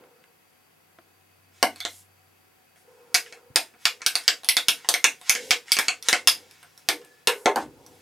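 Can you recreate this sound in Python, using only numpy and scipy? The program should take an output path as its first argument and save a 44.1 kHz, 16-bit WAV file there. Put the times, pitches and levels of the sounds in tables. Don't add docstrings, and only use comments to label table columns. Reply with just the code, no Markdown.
import sys
import numpy as np
from scipy import signal
from scipy.fft import rfft, irfft
from scipy.io import wavfile
from scipy.ndimage import uniform_filter1d

SR = 44100
rng = np.random.default_rng(int(sys.argv[2]) if len(sys.argv) > 2 else 0)


def gain_from_db(level_db):
    decades = np.asarray(level_db, float) / 20
    return 10 ** decades


def store_pcm(level_fs):
    pcm = np.round(np.clip(level_fs, -1, 1) * 32767).astype(np.int16)
    wavfile.write(sys.argv[1], SR, np.atleast_2d(pcm).T)


N = 353241
T = np.arange(N) / SR
HZ = np.fft.rfftfreq(N, 1 / SR)

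# (time [s], tool level [dB], pipe level [dB], bright tick share [0-1], free ring [Hz])
SNAPS = [(3.148, -10, -36.5, 0.5, 5030), (3.559, -11, -38, 0.69, 5060), (3.8542, -9.5, -30.5, 0.39, 3480),
         (4.0633, -11, -29.5, 0.67, 1560), (4.2793, -8, -22, 0.32, 4880), (4.4878, -10.5, -46, 1, 2000),
         (4.568, -13, -34.5, .6, 3640), (4.6843, -8.5, -26.5, 0.58, 2670), (4.8886, -12, -31, 1, 6230),
         (5.0422, -8, -27, 0.47, 2810), (5.2954, -9, -40, 0.73, 2190), (5.5078, -9, -23, 0.39, 3910),
         (5.7189, -11.5, -63.5, 0.9, 2250), (6.086, -12, -32.5, .7, 3980), (6.1288, -14, -20.5, .05, 2190),
         (6.2734, -6, -26, 0.73, 5310), (6.8878, -12.5, -20.5, .6, 2280), (7.273, -11, -20, 0.6, 2800)]
RETURNS = [(1.8039, -30, -44, 0.49, 4650), (1.8514, -25, -31.5, 0.32, 4040),
           (3.1439, -17, -27.5, 0.69, 1974), (3.3253, -39.5, -44, 0.19, 2660),
           (4.0185, -33, -41.5, .05, 2650), (4.1544, -17.5, -36, 0.68, 4700),
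           (4.4457, -34, -42.5, 0.86, 3600), (4.9401, -15, -27, .56, 2150), (5.3519, -24, -33, 0.15, 2226),
           (5.7678, -22, -32.5, .05, 4630), (5.7881, -14, -32.5, .83, 2340),
           (5.8832, -14.5, -26.5, 0.023, 4460), (6.0258, -36.5, -60, 0.83, 5790)]


def ratchet():
    return (blows(SNAPS, wet_db=-1.2, ring_db=-7.5, pawl_db=0, trim_db=0.22)
            + blows(RETURNS, wet_db=-1.0, ring_db=-3.5, pawl_db=0, trim_db=0.86))


# (frequency [Hz], width [Hz], level [dB])
PAWL = [(3830, 330, -18), (3980, 155, -2), (4664, 150, -4.5), (4920, 350, 4.5), (5650, 96, -23.5),
        (6230, 140, -9)]
# (frequency [Hz], level [dB], t60 [s])
PIPE = [(366, -18, 0.057), (446, -19.5, 1.3), (665.4, 10, 0.3), (721, 13.5, 0.068), (780, 4, 0.074),
        (1140, 5, 0.23)]
# (frequency [Hz], width [Hz], level [dB])
HANDLE = [(1560, 63, -10), (2190, 60, 0), (2766, 54, 0.5), (3030, 58, -2), (3485, 180, 0)]
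# (frequency [Hz], width [Hz], level [dB])
TICK = [(7500, 96, -12), (8210, 25, 7.5), (9160, 120, 16.5), (11840, 130, -14.5), (13100, 140, -75)]


def blows(table, wet_db, ring_db, pawl_db, trim_db):
    out = np.zeros((3, N + SR))
    t = T[:SR // 16]
    damped_pipe = [(hz, db, min(t60_s, .05)) for hz, db, t60_s in PIPE]
    # (modes, crack low Hz, crack high Hz, crack dB)
    bodies = [(as_modes(PAWL, 5), 3300, 7000, 3),
              (damped_pipe, 230, 1500, 4),
              (as_modes(HANDLE, 4), 1200, 3600, 4),
              (as_modes(TICK, 5), 6800, 16500, 8)]
    click = 1. * (t == 0)
    cracks = [gain_from_db(db) * unit(band(click, lo_hz, hi_hz)) for _, lo_hz, hi_hz, db in bodies]
    for s, tool_db, pipe_db, bright, ring_hz in table:
        luck = rng.random((3, 300))
        chatter = 1.1 * (luck[0] < .15) * (luck[1] - .5) * np.exp(-t[:300] / .0017)
        chatter[0] = 1
        spot_angle = 2 * np.pi * luck[2, 0]
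        sounds = [unit(unit(ring(body[0], 1.5, t)) + crack) for body, crack in zip(bodies, cracks)]

        bright = np.clip(bright, 0, 1)
        tool = gain_from_db(tool_db + trim_db)
        gains = np.array([gain_from_db(tool_db + pawl_db), gain_from_db(pipe_db), (1 - bright) * tool, bright * tool])
        first = gains / 10 @ sounds
        blow = signal.fftconvolve(first, chatter)[:len(t)]

        free_t60_s = max(.01, 24 / ring_hz)
        free_db = ring_db - 24 + 3 * (ring_hz > 3200)
        free = unit(np.sin(2 * np.pi * ring_hz * t) * gain_from_db(-60 * t / free_t60_s))
        free = gains.max() * gain_from_db(free_db) * free

        direct = blow + gain_from_db(1.5) * free
        sent = .5 * (first + blow) + free
        shares = gain_from_db(wet_db) * np.array([np.cos(spot_angle), np.sin(spot_angle)])
        i = int(s * SR)
        out[:, i:i + len(t)] += [direct, *np.outer(shares, sent)]
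    return out[:, :N]


def as_modes(peaks, damp):
    return [(hz, db, np.log(1000) / (np.pi * width * damp)) for hz, width, db in peaks]


def ring(modes, scatter_db, t):
    hz, db, t60_s = np.transpose(modes)[:, :, None]
    luck = rng.standard_normal((3, len(modes), 1))
    level = np.sign(luck[0]) * gain_from_db(db + scatter_db * luck[1])
    tone = np.sin(2 * np.pi * hz * (1 + 0.012 * luck[2]) * t)
    return (level * tone * gain_from_db(-60 * t / t60_s)).sum(0)


# (time [s], tool level [dB], pipe level [dB], bright tick share [0-1], free ring [Hz])
KNOCKS = [
    (1.6278, -13, -15.5, 0.48, 657),
    (7.4585, -17.5, -11.5, 0.19, 778),
    (7.5594, -24, -19, 0.47, 834),
]


def knocks():
    return blows(KNOCKS, wet_db=-2.5, ring_db=-2.5, pawl_db=-3, trim_db=3.7)


# (time [s], tool level [dB], pipe level [dB], bright tick share [0-1], free ring [Hz])
TOUCHES = [(1.7601, -43, -54, 0.72, 4400), (2.7594, -57.5, -67, 0.33, 695), (3.2625, -47, -66, 0.23, 2870),
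           (3.3745, -64, -56, .5, 1350), (3.7397, -68, -50, .6, 296), (4.0074, -57, -48.5, 0.47, 1970),
           (4.238, -47, -68, 0.69, 5250), (4.4342, -44, -42.5, 0.5, 3920), (4.8466, -42, -40.5, .1, 2000),
           (5.2141, -44, -51, 0.59, 3700), (5.659, -56, -56, 0.45, 2570), (5.682, -44, -62, 0.26, 2220),
           (6.5114, -48.5, -64.5, 0.7, 5250), (6.6295, -43, -50, 0.46, 1540),
           (6.777, -47.5, -68, 0.82, 5680), (7.016, -53, -54.5, 0.26, 370), (7.048, -47, -54, 0.63, 373),
           (7.8638, -49, -61, 1, 5850)]


def touches():
    return blows(TOUCHES, wet_db=-0.47, ring_db=-0.51, pawl_db=-6, trim_db=1.5)


# (time [s], frequency [Hz], level [dB], t60 [s], spread [share of pitch])
NOTES = [(3.56, 700, -30, .06, .12), (1.628, 76, -33, 0.083, 0.43), (3.5, 79, -43.5, 0.081, .6),
         (5.5, 86.4, -37.5, .07, 0.55), (7.62, 75.6, -47, 0.99, 0.58), (1.629, 235.2, -24, 0.069, 0.14),
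         (1.629, 697, -25, 0.063, .08), (1.803, 3510, -40, 0.083, 0.034), (4.569, 3610, -26, 0.061, .05),
         (6.275, 4940, -22, .12, 0.062), (6.888, 338, -32, 0.14, 0.088), (6.889, 445, -49.5, 0.48, 0.2),
         (7.01, 1725, -72, 1, 0.024), (6.888, 1400, -37, 0.066, 0.7), (7.272, 441.5, -32.5, 0.26, .12),
         (7.273, 1390, -31, 0.12, 0.99), (7.458, 366, -20.5, 0.14, .06), (7.457, 400, -24.5, 0.13, 0.033),
         (7.458, 500, -24, 0.14, 0.78), (8.2, 110, -36.5, 0.6, 0.27), (7.56, 250, -35, 0.31, .6),
         (7.56, 431.5, -29, 0.11, 0.045), (7.56, 740, -27.5, 0.088, 0.42)]


def lingering_notes():
    out = np.zeros(N + SR)
    t = T[:SR // 2]
    for s, hz, db, t60_s, spread in NOTES:
        wide = 1 + max(spread, .005)
        waver = unit(band(rng.standard_normal(len(t)), hz / wide, hz * wide))
        waver = waver + 0.45 * np.sin(2 * np.pi * hz * t)
        i = int(s * SR)
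        out[i:i + len(t)] += gain_from_db(db - 60 * t / t60_s) * waver
    return out[:N]


# (start [s], length [s], level [dB])
DRONES = [
    (-.1, 0.44, -63.5),
    (2.8, 0.81, -55.5),
    (3.86, 0.16, -57.5),
    (4.0, 1.3, -67),
    (5.298, 0.31, -43),
    (5.65, 0.71, -63),
    (6.85, 0.41, -64.5),
    (7.271, 0.38, -51),
    (7.6, 0.6, -77.5),
]
SCRAPES = [(1.5, 0.32, -60), (1.75, 0.07, -57.5), (2.75, 0.72, -70.5), (3.251, 0.14, -62),
           (3.781, 0.16, -54.5), (4.0, 0.41, -52.5), (4.43, 0.69, -56.5), (5.2, 0.38, -43.5),
           (5.66, 0.24, -43.5), (6.021, 0.19, -42.5), (6.3, 0.74, -62.5), (7.55, 0.1, -45.5),
           (6.95, 0.33, -65.5), (7.66, 0.23, -66.5), (7.85, 0.29, -60)]
RUSTLES = [
    (1.84, .2, -49),
    (2.75, 0.089, -62),
    (3.3, 0.061, -61),
    (3.79, 0.094, -55),
    (4.1, 1, -74),
    (5.182, 0.41, -47),
    (6.5, 0.44, -62.5),
    (7.299, 0.25, -52),
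    (7.85, .2, -59),
]
RUMBLES = [
    (-.1, 0.19, -50),
    (3.7, .08, -57),
    (4.0, .7, -66),
    (5.3, 0.22, -51),
    (5.752, 0.19, -63.5),
    (6.1, 0.45, -53.5),
    (6.8, 0.31, -58.5),
    (7.441, 0.65, -51),
]
# drone, scrape, rustle, rumble (level [dB])
SETTLE_DB = [-50.5, -37.5, -42.5, -56.5]


def rubbing():
    flicker_db, settle_t60_s = 5, 0.5
    grain_level = gain_from_db(1.0 * rng.exponential(size=N) * (rng.random(N) < .05))
    grains = rng.standard_normal(N) * grain_level

    drone = band(grains, 410, 510) + .5 * band(grains, 335, 385) + 0.18 * band(grains, 170, 1200)
    scrape = 6.5 * band(grains, 990, 7400)
    for hz, width_hz, db in HANDLE + PAWL:
        scrape = scrape + gain_from_db(db) * band(grains, hz - width_hz, hz + width_hz)
    rustle = band(grains, 4200, 20000)
    rumble = band(grains, 70, 440)

    settle = 0
    for s, db, *_ in SNAPS + RETURNS:
        settle = settle + (T > s) * gain_from_db(db - 60 * np.abs(T - s) / settle_t60_s)

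    out = 0
    tables, sounds = [DRONES, SCRAPES, RUSTLES, RUMBLES], [drone, scrape, rustle, rumble]
    for table, settle_db, sound in zip(tables, SETTLE_DB, sounds):
        pressure = strokes(table) + gain_from_db(settle_db) * settle
        out = out + pressure * gain_from_db(flicker_db * walk(30) - 11.0) * unit(sound)
    return out


def strokes(table):
    rise, fall = 0.21, 0.22
    s, length_s, db = np.transpose(table)[:, :, None]
    along = (T - s) / length_s
    shape = np.clip(np.minimum(along / rise, (1 - along) / fall), 0, 1)
    return (gain_from_db(db) * shape).sum(0)


# (time [s], tool level [dB], pipe level [dB], bright tick share [0-1], free ring [Hz])
TAPS = [
    (0.0392, -67, -50.5, .25, 471),
    (0.24, -54.5, -66.5, .15, 1660),
    (0.9875, -71, -45.5, .45, 352),
]


def camera_taps():
    return blows(TAPS, wet_db=-19, ring_db=1.3, pawl_db=-15, trim_db=1.5)


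# (frequency [Hz], t60 [s], tail energy [dB])
ROOM = [(100, 0.08, -12.5), (324.6, 0.29, -2.5), (754, 0.14, 4.5), (2000, 0.15, 7), (4850, 0.16, -6),
        (8000, .15, 0.5), (12300, 0.2, 0)]


def echo():
    t = T[:SR // 2]
    out = 0
    hz, t60_s, db = np.transpose(ROOM)
    for f in 45 * 2 ** np.arange(0, 8.6, .5):
        band_t60_s = np.interp(np.log(f), np.log(hz), t60_s)
        band_db = np.interp(np.log(f), np.log(hz), db)
        fade = gain_from_db(-60 * t / band_t60_s) * np.clip(t / 0.0011, 0, 1)
        tail = band(rng.standard_normal(len(t)), f / 2 ** 0.3, f * 2 ** 0.4)
        out = out + tail * fade / np.sqrt(np.sum(fade ** 2)) * gain_from_db(band_db)
    return out


# (time [s], level [dB])
HUM = [(0.0, -83), (0.94, -78), (1.43, -68.5), (1.92, -64), (2.7, -78.5), (3.75, -78.5), (4.4, -81.5),
       (5.75, -79.5), (6.4, -71.5), (7.2, -84), (8.01, -68)]
# (frequency [Hz], width [Hz], level [dB])
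DRUM = [(156, 3.2, -80), (749, 21, -77), (2546, 11, -79.5), (4650, 210, -78.5), (9200, 40, -90),
        (11380, 370, -78)]
# (frequency [Hz], density [dB per Hz])
AIR = [(25, -22), (130, -3.5), (300, -3.5), (800, -5.5), (2500, -8), (3800, -15), (7300, -16.5),
       (16000, -15)]
# (frequency [Hz], level [dB])
AIR_SIDE = [(60, -15), (300, 2), (2000, -1.5), (8000, -1)]


def background():
    air_db, hum_hz = -64, 94.6
    noise = rng.standard_normal((3, N))
    air = colour(noise[0], AIR) * gain_from_db(0.61 * walk(2.0))
    air_side = colour(colour(noise[1], AIR), AIR_SIDE) / np.sqrt(np.mean(air ** 2))
    hum_level = gain_from_db(np.interp(T, *np.transpose(HUM)) + 3.5)
    hum = hum_level * np.sin(2 * np.pi * (hum_hz * T + .1 * walk(1.9)))
    drum = 0
    for hz, width_hz, db in DRUM:
        drum = drum + gain_from_db(db) * unit(band(noise[2], hz - width_hz / 2, hz + width_hz / 2))
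    mid = gain_from_db(air_db) * unit(air) + hum + drum
    return mid, gain_from_db(air_db) * air_side + .14 * mid


# (frequency [Hz], level [dB])
MIC = [(30, -15), (100, -7.5), (250, 3.5), (500, 3), (10000, 8), (13000, 2), (15500, -13), (17000, -42)]
# (frequency [Hz], level [dB])
WIDTH = [(60, -4.5), (110, -5.5), (200, -18.5), (380, -28.5), (900, -24), (2380, -17), (8120, -9),
         (15000, -1)]


def microphones(mid, side):
    return colour(mid, MIC), colour(colour(side, MIC), WIDTH)


def colour(x, points):
    hz, db = np.transpose(points)
    grid_hz = np.fft.rfftfreq(4096, 1 / SR)
    cepstrum = irfft(np.log(gain_from_db(np.interp(np.log(grid_hz + 1), np.log(hz), db))))
    cepstrum[1:2048] *= 2
    cepstrum[2049:] = 0
    return signal.oaconvolve(x, irfft(np.exp(rfft(cepstrum))))[:N]


def band(x, lo_hz, hi_hz):
    return signal.sosfilt(signal.butter(2, [lo_hz, hi_hz], "band", fs=SR, output="sos"), x)


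def unit(x):
    return x / np.sqrt(np.mean(x ** 2))


def walk(rate_hz):
    k = int(SR / rate_hz)
    held = np.repeat(rng.standard_normal(N // k + 1), k)
    return .5 * uniform_filter1d(uniform_filter1d(held, k), k)[:N]


def scene():
    direct, *spots = ratchet() + knocks() + touches() + camera_taps()
    rub = rubbing() + lingering_notes()
    direct = direct + rub
    spots[0] = spots[0] + rub

    smear = rng.standard_normal(200) * np.exp(-T[:200] / 0.00046)
    smear = 0.84 * smear / np.sqrt(np.sum(smear ** 2))
    mid = direct + sum(signal.fftconvolve(spot, echo())[:N] for spot in spots)
    side = np.convolve(direct, smear)[:N] + signal.fftconvolve(direct, echo())[:N]

    mid, side = microphones(mid, side)
    still_mid, still_side = background()
    mid, side = mid + still_mid, side + still_side
    return np.array([mid + side, mid - side])


def top_cut(x):
    return signal.sosfilt(signal.butter(12, 17060, fs=SR, output="sos"), x)


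def record(dry):
    x = dry / (1 + (np.abs(dry) / .7) ** 6) ** (1 / 6)
    turn_300 = np.exp(-2j * np.pi * HZ / 300)
    turn_600 = np.exp(-2j * np.pi * HZ / 600)
    depth = 1.01 / (1 + (HZ / 5200) ** 6)
    notch_300 = (1 - depth * turn_300) / (1 - 0.868 * depth * turn_300)
    notch_600 = (1 - 0.88 * turn_600) / (1 - 0.79 * turn_600)
    low_cut = 1j * HZ / (45 + 1j * HZ)
    high_cut = 1 / np.sqrt(1 + (HZ / 16200) ** 60)
    mix = irfft(rfft(x) * notch_300 * notch_600 * low_cut * high_cut, N)
    return top_cut(mix)


dry = scene()
out = record(dry)
store_pcm(out)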